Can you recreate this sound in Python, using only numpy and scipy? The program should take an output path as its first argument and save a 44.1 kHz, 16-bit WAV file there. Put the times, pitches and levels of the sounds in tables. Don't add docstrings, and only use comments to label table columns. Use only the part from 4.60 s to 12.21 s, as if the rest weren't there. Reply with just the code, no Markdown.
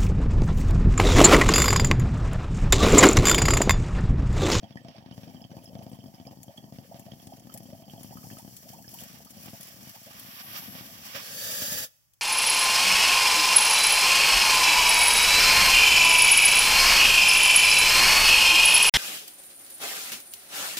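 import sys
import numpy as np
from scipy import signal
from scipy.fft import rfft, irfft, next_fast_len
from scipy.io import wavfile
from scipy.ndimage import map_coordinates

SR = 44100
rng = np.random.default_rng(int(sys.argv[2]) if len(sys.argv) > 2 else 0)


def master(y):
    cut = np.clip(np.atleast_2d(y).T, -1, 1)
    pcm = np.round(cut * 32767)
    wavfile.write(sys.argv[1], SR, pcm.astype(np.int16))


N = 335601
TIME = np.arange(N) / SR
SIZE = next_fast_len(N, real=True)
FREQS = np.maximum(np.arange(SIZE // 2 + 1) * SR / SIZE, 1)

# (time [s], relative level [dB])
GULPS = [(0.0308, -32), (0.041, -35), (0.1073, -36.5), (0.1561, -31), (0.2475, -35), (0.284, -36),
         (0.382, -39), (0.4606, -35.5), (0.511, -33.5), (0.578, -32), (0.6326, -35), (0.6796, -38),
         (0.7451, -35), (0.757, -43), (0.814, -39), (0.8485, -35.5), (0.915, -34.5), (0.9671, -31),
         (1.076, -39), (1.13, -40.5), (1.1522, -30.5), (1.19, -33), (1.2246, -36), (1.2648, -31.5),
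         (1.3153, -35), (1.331, -32.5), (1.3877, -35.5), (1.4395, -35.5), (1.4586, -35.5), (1.5395, -40),
         (1.5991, -36), (1.666, -35), (1.71, -36.5), (1.771, -39.5), (1.88, -36), (1.9808, -37.5),
         (2.04, -35.5), (2.1228, -33.5), (2.185, -31.5), (2.343, -35.5), (2.396, -38), (2.4636, -38),
         (2.519, -36), (2.534, -36), (2.67, -33.5), (2.7348, -36.5), (2.8706, -37), (2.9438, -35.5),
         (3.004, -35), (3.055, -39.5), (3.102, -40), (3.1305, -33.5), (3.222, -39), (3.2797, -39.5),
         (3.3347, -35.5), (3.4084, -36), (3.445, -35), (3.508, -36), (3.6385, -37), (3.668, -36.5),
         (3.7116, -35.5), (3.722, -37.5), (3.73, -36), (3.769, -39), (3.8474, -35), (3.877, -35.5),
         (4.101, -39), (4.276, -39), (4.4204, -36), (4.8578, -39), (4.8821, -36), (4.9317, -34.5),
         (5.271, -43), (6.082, -39), (6.1517, -38), (6.2075, -36), (6.5498, -39.5), (7.019, -32.5),
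         (7.121, -34.5)]
# (frequency [Hz], width [Hz], gain [dB])
NECK = [(720, 230, -4), (1210, 40, -9.5), (1850, 68, -3.5), (3135, 215, -1), (4750, 480, -2)]
# (frequency [Hz], width [Hz], gain [dB])
NOTCHES = [(400, 90, -4), (980, 90, -4), (1420, 200, -5), (2250, 450, -3.5), (3900, 420, -19),
           (8800, 1000, -5)]
# (time of top [s], rise [s], fall [s], hiss level [dB], hollow level [dB])
GUSTS = [(4.092, 0.0051, 0.01, -45.5, -53), (4.39, 0.083, 0.071, -50, -81),
         (5.962, 0.021, 0.06, -42.5, -41), (6.18, 0.045, 0.066, -69, -48.5),
         (6.463, 0.027, 0.025, -44, -53), (6.564, 0.023, 0.039, -42, -36.5)]
OPEN_S = 6.602


def from_db(db):
    return 10 ** (np.asarray(db) / 20)


def rms_one(x):
    return x / np.sqrt(np.mean(x ** 2) + 1e-20)


def decay_pole(t60_s):
    return np.exp(-np.log(1000) / (t60_s * SR))


def in_time(rows):
    s, *columns = np.transpose(rows)
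    return [np.interp(TIME, s, column) for column in columns]


def spectrum_db(points):
    hz, db = np.transpose(points)
    return np.interp(np.log(FREQS), np.log(hz), db)


def bumps_db(modes):
    return sum(db / (1 + (2 * (FREQS - hz) / width_hz) ** 2) for hz, width_hz, db in modes)


def coloured(x, db):
    return irfft(rfft(x, SIZE) * from_db(db), SIZE)[..., :N]


def noise(db):
    return rms_one(coloured(rng.standard_normal(N), db))


def drift(knots_per_s):
    steps = rng.standard_normal(4000)
    return rms_one(np.interp(TIME * knots_per_s, np.arange(len(steps)), steps))


def clipped_normal(n):
    return np.clip(rng.standard_normal(n), -2, 2)


def add(out, s, sound):
    at = int(np.clip(s * SR, 0, N - 1))
    out[at:at + len(sound)] += sound[:N - at]


def clicks(rows):
    out = np.zeros(N)
    for s, db, *_ in rows:
        add(out, s, from_db([db]))
    return out


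def random_clicks(per_s, spread_db):
    return (rng.random(N) < per_s / SR) * from_db(spread_db * clipped_normal(N))


def ring(x, hz, t60_s):
    r, w = from_db(-60 / (t60_s * SR)), 2 * np.pi * hz / SR
    return signal.lfilter([0, np.sin(w)], [1, -2 * r * np.cos(w), r * r], x + 1e-18)


def resonate(x, modes):
    out = 0
    for hz, width_hz, db in modes:
        out = out + from_db(db) * signal.lfilter(*signal.iirpeak(hz, hz / width_hz, SR), x)
    return out


def bursts(x, t60_s):
    return signal.lfilter([1], [1, -decay_pole(t60_s)], x + 1e-18) * rng.standard_normal(N)


def glide(hz, length_s, octaves):
    u = np.linspace(0, 1, int(length_s * SR))
    pitch_hz = hz * 2 ** (octaves * (u - .5))
    return np.sin(2 * np.pi * np.cumsum(pitch_hz) / SR) * np.sqrt(np.abs(np.sin(np.pi * u)))


def with_gusts(steady_db, tops_db):
    power = from_db(steady_db) ** 2
    for (s, rise_s, fall_s, *_), db in zip(GUSTS, tops_db):
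        shape = np.exp(np.maximum(np.minimum((TIME - s) / rise_s, (s - TIME) / fall_s), -20))
        power = power + (from_db(db) * shape) ** 2
    return 10 * np.log10(power)


def draw():
    # (time [s], relative level [dB])
    churn = [(0.0, -55), (0.78, -48.5), (1.63, -51.5), (2.68, -53), (3.56, -50), (3.93, -56.5),
             (4.31, -51.5), (5.59, -55.5), (6.06, -51.5), (6.5, -56)]
    # (time [s], hiss level [dB], level of its hollow lower part [dB])
    flow = [(0.56, -62.5, -66.5), (0.93, -67.5, -72.5), (2.11, -63.5, -75.5), (2.56, -63, -67),
            (3.23, -60.5, -74), (3.7, -53.5, -69.5), (3.98, -54.5, -66.5), (4.27, -58, -69.5),
            (4.45, -53.5, -55.5), (4.72, -56.5, -62.5), (4.86, -53, -58.5), (5.38, -52.5, -56.5),
            (5.85, -52.5, -49), (6.32, -51.5, -55), (6.5, -49.5, -51)]
    swell_s, catch_s, catch_db = 0.27, 0.537, 23
    stall_s, stall_width_s, stall_db, thrown_db = 7.4, 0.13, 19, 1.5
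    opened = np.clip((TIME - OPEN_S) / swell_s, 0, 1)
    stall = np.exp(-((TIME - stall_s) / stall_width_s) ** 2)
    churn_db = in_time(churn)[0] + 4 - stall_db * stall + thrown_db * opened
    hiss_db, hollow_db = in_time(flow) + drift(18)
    *_, hiss_tops_db, hollow_tops_db = np.transpose(GUSTS)
    hiss_db = with_gusts(hiss_db, hiss_tops_db) - catch_db * (TIME < catch_s)
    return opened, churn_db, hiss_db, with_gusts(hollow_db, hollow_tops_db)


def hush():
    hush_s, hush_db = 0.02, 3
    starts_s = np.append(np.sort(np.array(GULPS)[:, 0]), np.inf)
    wait_s = starts_s[np.searchsorted(starts_s, TIME)] - TIME
    return -hush_db * np.exp(-wait_s / hush_s)


def jolt(stretch):
    # (frequency [Hz], gain [dB], t60 [s])
    chamber = [(165, -18, 0.11), (240, -13.5, 0.054), (743, -6.5, 0.014)]
    drop_width_s, rebound_width_s, rebound_s, rebound_db = .00042, 0.00061, 0.0023, -1
    t = TIME[:SR // 8] * stretch - 3 * drop_width_s
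    dip = np.exp(-(t / drop_width_s) ** 2 / 2)
    rebound = from_db(rebound_db) * np.exp(-((t - rebound_s) / rebound_width_s) ** 2 / 2)
    pressure = rebound - dip
    since_s = np.maximum(t + drop_width_s, 0)
    for hz, db, t60_s in chamber:
        decay = np.exp(-np.log(1000) * since_s / t60_s)
        pressure = pressure - from_db(db) * np.sin(2 * np.pi * hz * since_s) * decay
    return pressure


def gulps(churn_db):
    big = clicks(GULPS)
    jolts = from_db(-1) * big + from_db(churn_db) * random_clicks(per_s=120, spread_db=1.5)
    stretches = 1.097 ** np.linspace(-1, 1, 5)
    dealt = rng.integers(0, len(stretches), N)
    thumps = np.zeros(N)
    for k, stretch in enumerate(stretches):
        thumps += signal.oaconvolve(jolts * (dealt == k), jolt(stretch))[:N]
    smooth = signal.sosfilt(signal.butter(2, [66, 1200], "band", fs=SR, output="sos"), thumps)
    spray = bursts(jolts * from_db(2.5 * clipped_normal(N)), t60_s=0.026)
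    pop = bursts(big * from_db(3 * clipped_normal(N)), t60_s=0.0037)
    return smooth + from_db(-7) * resonate(spray, NECK) + resonate(pop, [(1600, 1600, -11)])


def bloops(churn_db):
    # (time of middle [s], relative level [dB], pitch [Hz], rise [octaves/s])
    notes = [(0.041, -46.5, 710, 22.5), (0.258, -45, 660, 12.8), (0.293, -43.5, 663, 32),
             (0.357, -47, 720, 32.5), (0.824, -50, 720, 25), (0.94, -46, 566, 13.3),
             (0.977, -49.5, 763, 30), (1.112, -48.5, 589, 14), (1.165, -44.5, 623, 20),
             (1.213, -38, 658, 45), (1.271, -44.5, 669, 23), (1.334, -46, 619, 25.5), (1.474, -54, 600, 19),
             (1.588, -51, 720, 40), (1.676, -40, 672, 52), (1.726, -47, 680, 45), (1.9, -42.5, 650, 33),
             (1.992, -52, 635, 28), (2.319, -39, 660, 51), (2.36, -45, 660, 42.0), (2.399, -43.5, 700, 48),
             (2.478, -43.5, 632, 23), (2.724, -40, 692, 51), (2.957, -40, 670, 35),
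             (3.139, -43.5, 642, 15.5), (3.229, -50.5, 699, 25), (3.524, -43, 720, 45),
             (3.648, -49, 747, 30.6), (3.792, -44.5, 720, 37), (4.07, -48.5, 677, 19.5),
             (4.138, -47, 812, 35), (4.192, -47, 770, 45), (4.343, -47.5, 800, 40), (4.418, -48, 702, 33.7),
             (4.662, -48, 780, 50), (4.873, -46, 680, 45), (4.945, -52, 770, 31), (5.355, -49, 756, 25),
             (5.476, -49, 617, 21), (6.158, -52, 568, 25.5), (6.558, -42.5, 554, 10.1)]
    note_s, fast_octaves_per_s = 0.03595, 26.03
    faint_db, faint_hz, faint_octaves_per_s, faint_s, faint_count = -8.5, 680, 35, 0.0158, 280
    rows = [(*note, note_s / np.hypot(1, note[3] / fast_octaves_per_s)) for note in notes]
    for when, size, strength, bend, length in rng.random((faint_count, 5)):
        db = churn_db[int(when * N)] + faint_db + 10 * (strength - .5)
        hz = faint_hz * 2 ** (0.644 * (size - .5))
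        rise = faint_octaves_per_s * (2 * bend - .5)
        rows.append((when * N / SR, db, hz, rise, faint_s * (.5 + length)))
    out = np.zeros(N)
    for s, db, hz, rise, lasts_s in rows:
        add(out, s - lasts_s / 2, from_db(db - 0.34) * glide(hz, lasts_s, rise * lasts_s))
    return out * (1 + .42 * drift(330))


def drops(churn_db):
    # (time [s], relative level [dB], starting pitch [Hz])
    loud_drops = [(0.0403, -50, 3210), (0.1246, -46, 3360), (0.1715, -33, 1850), (0.2845, -41.5, 5070),
                  (0.5232, -42, 3030), (0.818, -42, 5130), (0.841, -41, 3150), (1.0565, -40, 5170),
                  (1.545, -41, 5100), (1.6706, -40.5, 5000), (1.8816, -45.5, 3260), (1.9739, -31, 3220),
                  (2.517, -41.5, 3200), (2.5975, -48, 3260), (2.8943, -36.5, 1270), (3.0565, -49, 3170),
                  (3.2979, -41, 3130), (3.5713, -38.5, 1250), (3.6314, -42.5, 1220), (3.702, -36, 1770),
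                  (3.7683, -38, 1260), (4.2802, -36.5, 5260), (4.388, -39.5, 2980), (4.668, -41, 1210)]
    pitches_hz = [1850, 2500, 2930, 5350, 7440]
    ping_db, splash_db, small_db, small_count = -4.5, -2.5, -6, 130
    ping_t60_s, splash_t60_s, rise_per_s = 0.029, 0.033, 4
    rows = list(loud_drops)
    for when, size, which, detune in rng.random((small_count, 4)):
        hz = pitches_hz[int(len(pitches_hz) * which)] * (.88 + .24 * detune)
        db = churn_db[int(when * N)] + small_db + 8 * (size - .5)
        rows.append((when * N / SR, db, hz))
    splashes = from_db(splash_db) * resonate(bursts(clicks(rows), splash_t60_s), NECK)
    pings, t = np.zeros(N), TIME[:SR // 16]
    decay = np.exp(-np.log(1000) * t / ping_t60_s)
    for s, db, hz in rows:
        phase = 2 * np.pi * hz * (t + rise_per_s * t * t / 2)
        add(pings, s, from_db(db + ping_db) * np.sin(phase) * decay)
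    return splashes + pings * (1 + .6 * drift(600))


def fizz(churn_db):
    pitches_hz = np.geomspace(1100, 6000, 24)
    ticks = from_db(churn_db - 11) * random_clicks(per_s=270, spread_db=8.0)
    dealt = rng.integers(0, len(pitches_hz), N)
    foam = sum(ring(ticks * (dealt == k), hz, t60_s=0.016) for k, hz in enumerate(pitches_hz))
    return resonate(foam, NECK)


def surge(surge_db, t60_s):
    return from_db(surge_db) * signal.lfilter([1], [1, -decay_pole(t60_s)], clicks(GULPS) + 1e-18)


def from_bowl(x, lag_s=0.000535):
    return np.array([x, np.interp(TIME - lag_s, TIME, x, left=0)])


def room(x, wet_db, t60_s):
    t = TIME[:SR // 2]
    tails = rng.standard_normal((2, len(t))) * np.exp(-np.log(1000) * t / t60_s) * (t > .001)
    tails /= np.sqrt(np.sum(tails ** 2, axis=1, keepdims=True))
    return from_db(wet_db) * signal.fftconvolve(x[None], tails, axes=1)[:, :N]


def wide_noise(db, shared=0.41):
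    direct = noise(db)
    near = rms_one(from_bowl(direct) + room(direct, wet_db=-5, t60_s=.03))
    scattered = np.array([noise(db), noise(db)])
    return np.sqrt(shared) * near + np.sqrt(1 - shared) * scattered


def air(hiss_db, hollow_db):
    # (frequency [Hz], density [dB])
    hiss_spectrum = [(2500, -49), (4200, 4), (5700, 10), (6200, 7.5), (7400, 5.5), (8900, 4), (11000, 4),
                     (13200, 9), (15800, 7)]
    # (frequency [Hz], density [dB])
    hollow_spectrum = [(400, -13), (520, -1.5), (780, 0), (920, -2.5), (1210, 4), (1340, -4), (1600, 0.5),
                       (3200, 2), (3900, -6.5), (5700, 2.5), (6500, -23)]
    unsteady = np.interp(hiss_db, [-60, -50], [1, .4])
    hiss = from_db(hiss_db + 2) * wide_noise(spectrum_db(hiss_spectrum) + bumps_db(NOTCHES))
    hollow = from_db(hollow_db + 3 * unsteady * drift(25)) * wide_noise(spectrum_db(hollow_spectrum))
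    surging = hollow * (1 + unsteady ** 2 * surge(45, t60_s=0.028))
    return (hiss + surging) * from_db(2 * unsteady * drift(70))


def air_speed():
    return np.clip((TIME - OPEN_S) / .29, 0, 1)


def climbing(x):
    position = np.cumsum(1 - .05 * (1 - air_speed()))
    return np.array([map_coordinates(side, [position], order=3) for side in x])


def flares(opened):
    # (pitch at opening [Hz], pitch at full speed [Hz], width [Hz], level [dB])
    tones = [(489.5, 580, 120, -53.5), (1720, 1800, 150, -58), (4400, 4720, 260, -48.5)]
    swell_db = 10
    speed, out = air_speed(), 0
    for start_hz, full_hz, width_hz, db in tones:
        phase = 2 * np.pi * np.cumsum(start_hz + (full_hz - start_hz) * speed) / SR
        tone = drift(1.5 * width_hz) * np.cos(phase) + drift(1.5 * width_hz) * np.sin(phase)
        out = out + from_db(db - swell_db * (1 - opened) + 2 * speed * drift(30)) * tone
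    return out


def rush(opened, churn_db):
    # (frequency [Hz], width [Hz], gain [dB])
    stem = [(3550, 170, -4), (5250, 57, -4), (6650, 120, -1), (7480, 89, -3), (8170, 55, -3),
            (10700, 58, -3), (11200, 120, -3), (11900, 110, -3), (13100, 80, -2), (13700, 74, -2)]
    # (frequency [Hz], width [Hz], gain [dB])
    body = [(390, 70, -7), (485, 70, 6), (735, 80, -15), (850, 90, 5), (1050, 170, -11), (1200, 70, 5),
            (1730, 150, 5), (2180, 110, -7), (4120, 200, -8)]
    # (frequency [Hz], density [dB])
    jet_spectrum = [(300, -44), (490, 2), (740, -0.5), (1080, -4.5), (2250, -4), (2900, 0.5), (4100, -2.5),
                    (4450, 2), (5800, 3.5), (9300, -3.5), (10800, 1), (15800, 4)]
    # (frequency [Hz], density [dB])
    rumble_spectrum = [(30, -35), (88, -8), (135, -9.5), (240, -11), (400, -23), (1000, -59.5)]
    ring_db, jet_db, swell_db = 8.5, -31.5, 13.5
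    tube_db = bumps_db([(hz, width_hz, db + ring_db) for hz, width_hz, db in stem]) + bumps_db(body)
    level_db = jet_db - swell_db * (1 - opened) + 0.8 * drift(60)
    jet = from_db(level_db) * climbing(wide_noise(spectrum_db(jet_spectrum) + tube_db))
    rumble = from_db(churn_db - 4.5 + 3.5 * drift(32)) * noise(spectrum_db(rumble_spectrum))
    extra = surge(30, t60_s=0.15)
    low = flares(opened) + opened ** 4 * rumble
    return np.minimum(10 * opened, 1) * (jet * (1 + extra / 2) + low * (1 + extra))


def embers(hiss_db):
    # (time [s], relative level [dB])
    snaps = [(1.8312, -39), (2.395, -40), (2.6703, -39.5), (2.94, -32), (2.9754, -34), (3.4316, -34.5),
             (4.314, -43), (4.4358, -33.5), (5.0091, -33), (5.2944, -35), (5.596, -32.5), (7.5353, -50)]
    burning = np.interp(TIME, [.45, .6, 5, 6.5], [0, 1, 1, 0])
    crackle = burning * from_db(hiss_db - 3) * random_clicks(per_s=74, spread_db=11.0)
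    sparks = from_db(1) * clicks(snaps) + crackle
    crack = signal.sosfilt(signal.butter(2, 8000, "high", fs=SR, output="sos"), sparks)
    puff_noise = bursts(sparks, t60_s=0.0058)
    puff = signal.sosfilt(signal.butter(1, 4000, "high", fs=SR, output="sos"), puff_noise)
    return from_db(12) * crack + puff


def whistle():
    out = np.zeros(N)
    add(out, 5.963, from_db(-41) * glide(14200, .022, octaves=-.46))
    return out


def glow():
    top_s, width_s, level_db = 5.965, 0.34, -46.5
    mode = [(12700, 3100, 0)]
    band = rms_one(resonate(resonate(rng.standard_normal((2, N)), mode), mode))
    return from_db(level_db) * np.exp(-((TIME - top_s) / width_s) ** 2) * band


def background():
    # (frequency [Hz], density [dB])
    quiet = [(30, 2), (125, 8.5), (250, -12), (2700, -15), (4000, -20), (5600, -9.5), (9200, -16),
             (16000, -9)]
    return from_db(-68.0) * np.array([noise(spectrum_db(quiet)) for side in range(2)])


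def placed(x, balance):
    # (frequency [Hz], gain [dB])
    side_gain = [(150, -2.5), (500, -10.5), (1200, 0.5)]
    mid = (x[0] + x[1]) / 2
    side = coloured((x[0] - x[1]) / 2, spectrum_db(side_gain))
    lean_db = spectrum_db(balance) * np.array([[.5], [-.5]])
    return coloured(np.array([mid + side, mid - side]), lean_db)


def scene():
    # (frequency [Hz], difference [dB])
    pipe_balance = [(60, 3), (150, 5.5), (240, 6), (380, 6), (600, 1.5), (950, -8.5), (2380, -7.5),
                    (3770, -14.5), (5980, -1), (9470, 7.5), (15000, 4)]
    # (frequency [Hz], difference [dB])
    rush_balance = [(95, 10), (150, 3), (240, 1), (380, 18.5), (600, -6), (950, -5), (1500, -12),
                    (2380, -6), (3770, -9), (5980, -2), (9470, 6.5), (15000, 2)]
    stop_s, release_db_per_s, bypass_db = 7.245, 663, 2.5
    opened, churn_db, hiss_db, hollow_db = draw()
    ending_db = -release_db_per_s * np.maximum(TIME - stop_s, 0)
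    stir_db = churn_db + ending_db
    small_db = stir_db + hush()
    water = gulps(small_db) + fizz(small_db) + drops(stir_db) + bloops(small_db)
    water = coloured(water, bumps_db(NOTCHES))
    bowl = coloured(embers(hiss_db) + whistle(), bumps_db(NOTCHES))
    flow = from_db(ending_db - bypass_db * opened) * air(hiss_db, hollow_db) + glow()
    pipe = flow + from_bowl(water, lag_s=0.00031) + room(water, wet_db=-5.5, t60_s=0.12)
    pipe = pipe + from_bowl(bowl) + room(bowl, wet_db=2.5, t60_s=0.05)
    clearing = from_db(ending_db) * rush(opened, churn_db)
    clearing = clearing + room(clearing[0], wet_db=-25.0, t60_s=0.74)
    return placed(pipe, pipe_balance) + placed(clearing, rush_balance) + background()


def record(dry):
    thinned = signal.sosfilt(signal.butter(2, 58, "high", fs=SR, output="sos"), dry)
    return signal.sosfilt(signal.ellip(12, .1, 80, 15900, fs=SR, output="sos"), thinned)


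dry = scene()
out = record(dry)
master(out)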